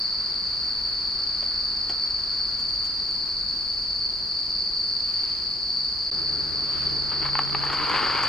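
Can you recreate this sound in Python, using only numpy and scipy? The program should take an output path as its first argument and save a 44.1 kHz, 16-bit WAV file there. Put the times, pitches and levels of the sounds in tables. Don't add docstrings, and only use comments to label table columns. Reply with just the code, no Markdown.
import sys
import numpy as np
from scipy import signal
from scipy.fft import rfft, irfft
from scipy.io import wavfile
from scipy.ndimage import uniform_filter1d, map_coordinates

SR = 44100
rng = np.random.default_rng(int(sys.argv[2]) if len(sys.argv) > 2 else 0)


def int16_out(signal):
    q = np.round(np.clip(np.atleast_2d(signal).T, -1, 1) * 32767)
    wavfile.write(sys.argv[1], SR, q.astype(np.int16))


N = 365148
TIME = np.arange(N) / SR

CARRIER_HZ, STEP, LEAD_IN_STEPS = 4600, 10, 2000
SLOW_TIME = np.arange(-LEAD_IN_STEPS, N // STEP + 1) * STEP / SR

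# from t/s, to t/s
DIP_S = (6.1025, 6.1143)


def gain_of(db):
    return 10 ** (np.asarray(db) / 20)


def evened(x):
    return x / np.sqrt(np.mean(abs(x) ** 2) + 1e-20)


def read(points, hz):
    f, value = np.transpose(points)
    return np.interp(np.log(hz + 1), np.log(f + 1), value)


def add(mix, s, sound):
    part = mix[..., round(s * SR):][..., :sound.shape[-1]]
    part += sound[..., :part.shape[-1]]


def ramp(start_s, length_s):
    return np.clip((TIME - start_s) / length_s, 0, 1)


def bell(middle_s, half_width_s):
    return np.exp(-((TIME - middle_s) / half_width_s) ** 2)


def swells(rows):
    return sum(gain_of(db) * bell(s, width) for s, db, width in rows)


def wander(t, knots_per_s):
    knots = rng.standard_normal(2048)
    return evened(map_coordinates(knots, [t * knots_per_s], order=2, mode="wrap"))


def colour(x, spectrum):
    shape = gain_of(read(spectrum, np.fft.rfftfreq(N, 1 / SR)))
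    return evened(irfft(rfft(x) * shape, N))


# f/Hz, likeness (clipped to 0-1 in use)
LIKENESS = [(30, 0.1), (120, 0.33), (300, 0.17), (600, -0.11), (1300, 0.2), (3000, 0.15), (7000, 0.74),
            (14000, -1.1)]
# f/Hz, lead/rad
LEAD = [(100, 0), (1380, .4), (3880, .15), (7490, .9), (9040, 1.1), (15000, 1.6)]
# f/Hz, level/dB
TILT = [(60, 0.5), (180, 1.6), (550, 2.3), (1650, 0.5), (4970, 1.0), (15000, 1.5)]


def noise(spectrum):
    hz = np.fft.rfftfreq(N, 1 / SR)
    a, b = rfft(rng.standard_normal((2, N)))
    same = np.clip(read(LIKENESS, hz), 0, 1)
    tilt = gain_of(read(TILT, hz) / 2)
    left = a * tilt
    right = (same * a + np.sqrt(1 - same ** 2) * b) * np.exp(-1j * read(LEAD, hz)) / tilt
    return evened(irfft(np.array([left, right]) * gain_of(read(spectrum, hz)), N))


def echoes(x, t60_s, same, rate=SR):
    t = np.arange(rate // 2) / rate
    shape = 2, len(t)
    taps = rng.standard_normal(shape) * (rng.random(shape) < .2) * gain_of(-60 * t / t60_s)
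    a, b = taps / np.linalg.norm(taps, axis=1, keepdims=True)
    sides = np.array([a, same * a + np.sqrt(1 - same ** 2) * b])
    return signal.fftconvolve(x, sides, axes=1)[:, :x.shape[1]]


def placed(song, lead_rad, left_db):
    tilt = gain_of(left_db / 2)
    return song * np.array([[tilt], [np.exp(-1j * lead_rad) / tilt]])


def from_left(x, left_db, wet_db, t60_s):
    tilt = gain_of(left_db / 2)
    pair = np.array([x * tilt, np.roll(x, 1) / tilt])
    return pair + gain_of(wet_db) * echoes(pair, t60_s, same=0.4)


def trill(hz, strokes_per_s, sag_hz, duty=.55, drift_hz=26, jitter_hz=22, swell_db=2.0):
    t = SLOW_TIME - SLOW_TIME[0]
    strokes = np.cumsum(strokes_per_s * (1 + .015 * wander(t, 3))) * STEP / SR + rng.random()
    through = np.minimum(strokes % 1 / duty, 1)
    pitch_hz = hz + sag_hz * (.5 - through) + drift_hz * wander(t, 2) + jitter_hz * wander(t, 90)
    restart = rng.random(1024)[strokes.astype(int) % 1024]
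    turns = np.cumsum(pitch_hz - CARRIER_HZ) * STEP / SR + restart
    loudness = np.sin(np.pi * through) * gain_of(swell_db * wander(t, 2.45))
    return evened(loudness * np.exp(2j * np.pi * turns))


# f/Hz, level/dB
CHORUS = [(3880, -31.5), (4020, -25.5), (4120, -15.5), (4210, -12.5), (4300, -4), (4420, -2), (4500, 2),
          (4570, -4.5), (4680, 2), (4780, -6.5), (4860, -3.5), (4950, -12.5), (5030, -12.5), (5110, -22.5),
          (5330, -45)]
# from t/s, to t/s, f/Hz, level/dB, wing strokes/(1/s)
SOLOISTS = [(0, 9, 4500, -36, 26), (0, 7.3, 4600, -36, 54), (6.11, 11, 4840, -38, 56),
            (6.111, 8.3, 5030, -48, 63), (6.11, 7.6, 4570, -34.5, 28)]


def crickets(count=60, chorus_db=-28.5, lead_rad=.48, lead_spread_rad=1.63, left_db=1.2,
             direct_db=-2.5, wet_db=-4):
    far, near = 0, 0
    for hz in np.linspace(3880, 5330, count):
        strokes_per_s = rng.choice([26, 52]) * rng.uniform(.88, 1.15)
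        song = gain_of(read(CHORUS, hz)) * trill(hz, strokes_per_s, sag_hz=161.15)
        far = far + placed(song, lead_rad + lead_spread_rad * (rng.random() - .5), left_db)
    far = gain_of(chorus_db) * evened(far)
    for start_s, end_s, hz, db, strokes_per_s in SOLOISTS:
        singing = np.clip(np.minimum(SLOW_TIME - start_s, end_s - SLOW_TIME) / 0.0025, 0, 1)
        song = gain_of(db) * singing * trill(hz, strokes_per_s, sag_hz=89.8)
        near = near + placed(song, lead_rad, left_db)
    trees = echoes(far + .5 * near, t60_s=0.55, same=.1, rate=SR // STEP)
    songs = gain_of(direct_db) * (far + near) + gain_of(wet_db) * trees
    phasor = signal.resample_poly(songs, STEP, 1, axis=1, window=("kaiser", 10))
    phasor = phasor[:, LEAD_IN_STEPS * STEP:][:, :N]
    return np.sqrt(2) * (phasor * np.exp(2j * np.pi * CARRIER_HZ * TIME)).real


# f/Hz, level/dB
AIR = [(11, -28), (18, -3), (54, -0.5), (76, -8), (97, -7.5), (214, -10), (314, -13), (376, -10),
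       (420, -14.5), (460, -15), (551, -17.5), (1080, -16.5), (2910, -25), (3900, -27.5), (5070, -55),
       (8580, -120)]
# f/Hz, level/dB
HISS = [(3120, -30), (5300, -7), (5370, -7), (5910, -14), (6850, -12), (7880, -20.5), (9150, -13.5),
        (10000, -23), (15600, -25)]


def night(air_db=-43, hiss_db=-54.5, drone_hz=53, drone_db=-50.5, drone_waver_db=1.5):
    from_s, to_s, fade_s = .3, 4.4, .2
    turns = np.cumsum(drone_hz + 2 * wander(TIME, 10)) / SR
    sounding = ramp(from_s, fade_s) - ramp(to_s - fade_s, fade_s)
    drone = np.sin(2 * np.pi * turns) * sounding * gain_of(drone_db + drone_waver_db * wander(TIME, 10))
    return gain_of(air_db) * noise(AIR) + gain_of(hiss_db) * noise(HISS) + drone


# f/Hz, level/dB
FLAME_COLOUR = [(350, -43), (600, -7.5), (648, -8.5), (869, -7), (1170, -0.5), (1470, -1), (3110, -17.5),
                (3800, -10), (4940, -41.5), (8360, -120)]


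def flames(burn_db=-47.5, smothered_db=-55.5, blaze_db=-46.5, blaze_db_per_s=3.5, flutter_db=0.5):
    cover_s, cover_takes_s = 2.45, 1.48
    covered_db = burn_db + (smothered_db - burn_db) * ramp(cover_s, cover_takes_s)
    blazing_db = blaze_db + blaze_db_per_s * (TIME - DIP_S[1])
    level_db = np.where(TIME < DIP_S[1], covered_db, blazing_db)
    return noise(FLAME_COLOUR) * gain_of(level_db + flutter_db * wander(TIME, 25))


# middle t/s, level/dB, half width/s
SWISHES = [(1.44, -54, .08), (5.24, -47.5, 0.23), (6.8, -43.5, 0.15)]
# f/Hz, level/dB
SWISH_COLOUR = [(300, -17.5), (1200, 0.5), (2600, -3.5), (4000, -5.5), (8000, -23), (15000, -33)]


def swishes():
    return swells(SWISHES) * noise(SWISH_COLOUR)


# t/s, level/dB, t60/s
KNOCKS = [(1.427, -31, 0.036), (1.895, -28, 0.046), (1.912, -39, 0.062), (1.934, -39, .04)]
# f/Hz, level/dB
KNOCK_COLOUR = [(88, -53), (150, -21), (235, -8), (919, -2), (1240, -12), (3310, -16), (3900, -29),
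                (5070, -59), (8580, -120)]
# t/s, level/dB, length/s (peak at a quarter of it)
SCUFFS = [(1.424, -53, 0.018), (1.89, -46.5, .03), (2.585, -50.5, .045), (2.687, -54, .025),
          (2.745, -57, .03), (2.842, -48, .04), (3.105, -50, .02), (3.502, -54, 0.014),
          (7.388, -41.5, .007), (7.645, -47, .02), (7.722, -45, .035), (7.893, -40, .008),
          (8.231, -38, 0.016)]


def handling():
    knocks, scuffs = np.zeros((2, N))
    t = TIME[:SR // 4]
    for s, db, t60_s in KNOCKS:
        add(knocks, s, gain_of(db - 60 * t / t60_s) * np.minimum(t / 0.00097, 1))
    for s, db, length_s in SCUFFS:
        u = t / (length_s / 4)
        add(scuffs, s, gain_of(db) * u * np.exp(1 - u))
    thud, grit = rng.standard_normal((2, N))
    # f/Hz, level/dB
    edge = [(1500, -8), (3500, 1), (6000, 2.5), (8200, -2.5), (10000, -13.0), (15000, -15)]
    sound = knocks * colour(thud, KNOCK_COLOUR) + scuffs * colour(grit * abs(grit), edge)
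    return from_left(sound, left_db=2.0, wet_db=-8, t60_s=0.11)


def engine(second_hz=146, first_db=-48.5, second_db=-46.5, left_db=-7, waver_db=1.5):
    load_s, sag_hz_per_s, first_fade_db_per_s = 7.05, 4.26, 9
    swell_s, swell_width_s, swell_db = 7.43, 0.53, 5.5
    loaded_s = np.maximum(TIME - load_s, 0)
    first_phase = np.pi * np.cumsum(second_hz - sag_hz_per_s * loaded_s) / SR
    first = gain_of(first_db - first_fade_db_per_s * loaded_s) * np.exp(1j * first_phase)
    second = gain_of(second_db + swell_db * bell(swell_s, swell_width_s)) * np.exp(2j * first_phase)
    orders = first + placed(second, 1.58, left_db)
    hum = np.sqrt(2) * orders.real * gain_of(waver_db * wander(TIME, 7))
    return hum * (TIME > DIP_S[1])


# f/Hz, level/dB
ROAR = [(97, -34), (165, -8), (172, -6.5), (253, -6), (345, -2), (376, -6), (424, -1.5), (492, -11),
        (900, -15), (1170, -41), (1980, -120)]


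def roar(roar_db=-43.4, flutter_db=2.5):
    return gain_of(roar_db + flutter_db * wander(TIME, 22)) * noise(ROAR) * (TIME > DIP_S[1])


# f/Hz, level/dB, t60/s
PAPER = [(334, -18.5, 0.045), (469, -18, 0.037), (823, -7.5, 0.032), (950, -6.5, 0.022), (1165, -4, 0.037),
         (1343, -2, 0.017), (1520, -10, .016), (1870, -5, 0.015), (2200, -8, 0.015), (2630, -9, 0.012),
         (3090, -12, .009), (4200, -2.5, 0.0071)]


def tap(snap_db=-8, snap_t60_s=0.017, snap_hz=2400, onset_samples=300):
    t = TIME[:SR // 10]
    hz, db, t60_s = np.transpose(PAPER)[:, :, None]
    spot, detune, start_turns = rng.standard_normal((3, len(PAPER), 1))
    envelopes = gain_of(db + 2 * spot - 60 * t / t60_s)
    turns = hz * (1 + 0.043 * detune) * t + start_turns
    ring = (envelopes * np.sin(2 * np.pi * turns)).sum(0)
    ring = ring / np.std(ring[:onset_samples]) * np.minimum(t / 0.00084, 1)
    crack = rng.standard_normal(len(t)) * gain_of(snap_db - 60 * t / snap_t60_s)
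    return ring + signal.lfilter(*signal.butter(2, snap_hz, fs=SR), crack)


# t/s, level/dB
TAPS = [(7.118, -34), (7.258, -28), (7.289, -33), (7.353, -23), (7.39, -19), (7.3915, -23.5), (7.411, -32),
        (7.548, -21.5), (7.636, -26.5), (7.666, -28), (7.7, -25), (7.731, -24.5), (7.94, -23.5),
        (8.098, -23.5), (8.235, -21.5)]
# middle t/s, level/dB, half width/s
SHAKES = [(7.14, -39.5, 0.042), (7.25, -34, 0.039), (7.39, -40, .05), (7.96, -36.5, 0.032)]
# f/Hz, level/dB
SLIDE_COLOUR = [(150, -20), (300, -15.5), (480, -9), (660, -17), (900, -4), (1350, -0.5), (1750, -10),
                (2150, -7.5), (2550, -15), (2900, -12), (3700, -18.5), (5600, -30), (8500, -38.5),
                (13000, -57)]


def kindling(grains_per_s=900, size_db=-0.5, rub_db=-9, crumbs_per_s=45, crumbs_db=-44.5):
    tip_s, crumbs_from_s = 7.45, 7.2
    peak_s, peak_db, grow_db_per_s, ease_db_per_s = 7.948, -26.5, 30.5, 4.5
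    sizes = gain_of(size_db * np.minimum(rng.exponential(1, N), 3)) * rng.choice([-1, 1], N)
    blows = evened(sizes * (rng.random(N) < grains_per_s / SR))
    grains = blows + gain_of(rub_db) * rng.standard_normal(N)
    crumbs = sizes * (rng.random(N) < crumbs_per_s / SR)
    pour = gain_of(peak_db + np.minimum(grow_db_per_s * (TIME - peak_s), ease_db_per_s * (peak_s - TIME)))
    sound = (swells(SHAKES) + ramp(tip_s, .2) * pour) * colour(grains, SLIDE_COLOUR)
    sound += gain_of(crumbs_db) * (TIME > crumbs_from_s) * colour(crumbs, SLIDE_COLOUR)
    for s, db in TAPS:
        add(sound, s, gain_of(db) * tap())
    return from_left(sound, left_db=2.7, wet_db=-12.5, t60_s=0.074)


def scene():
    return crickets() + night() + flames() + swishes() + handling() + engine() + roar() + kindling()


def record(dry, dip_db=-22.5, edge_hz=15720):
    live = (TIME < DIP_S[0]) | (TIME > DIP_S[1])
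    gated = dry * uniform_filter1d(np.where(live, 1, gain_of(dip_db)), size=40)
    lowpass = signal.firwin(511, edge_hz, window=("kaiser", 9), fs=SR)
    return signal.oaconvolve(gated, lowpass[None], "same")


dry = scene()
out = record(dry)
int16_out(out)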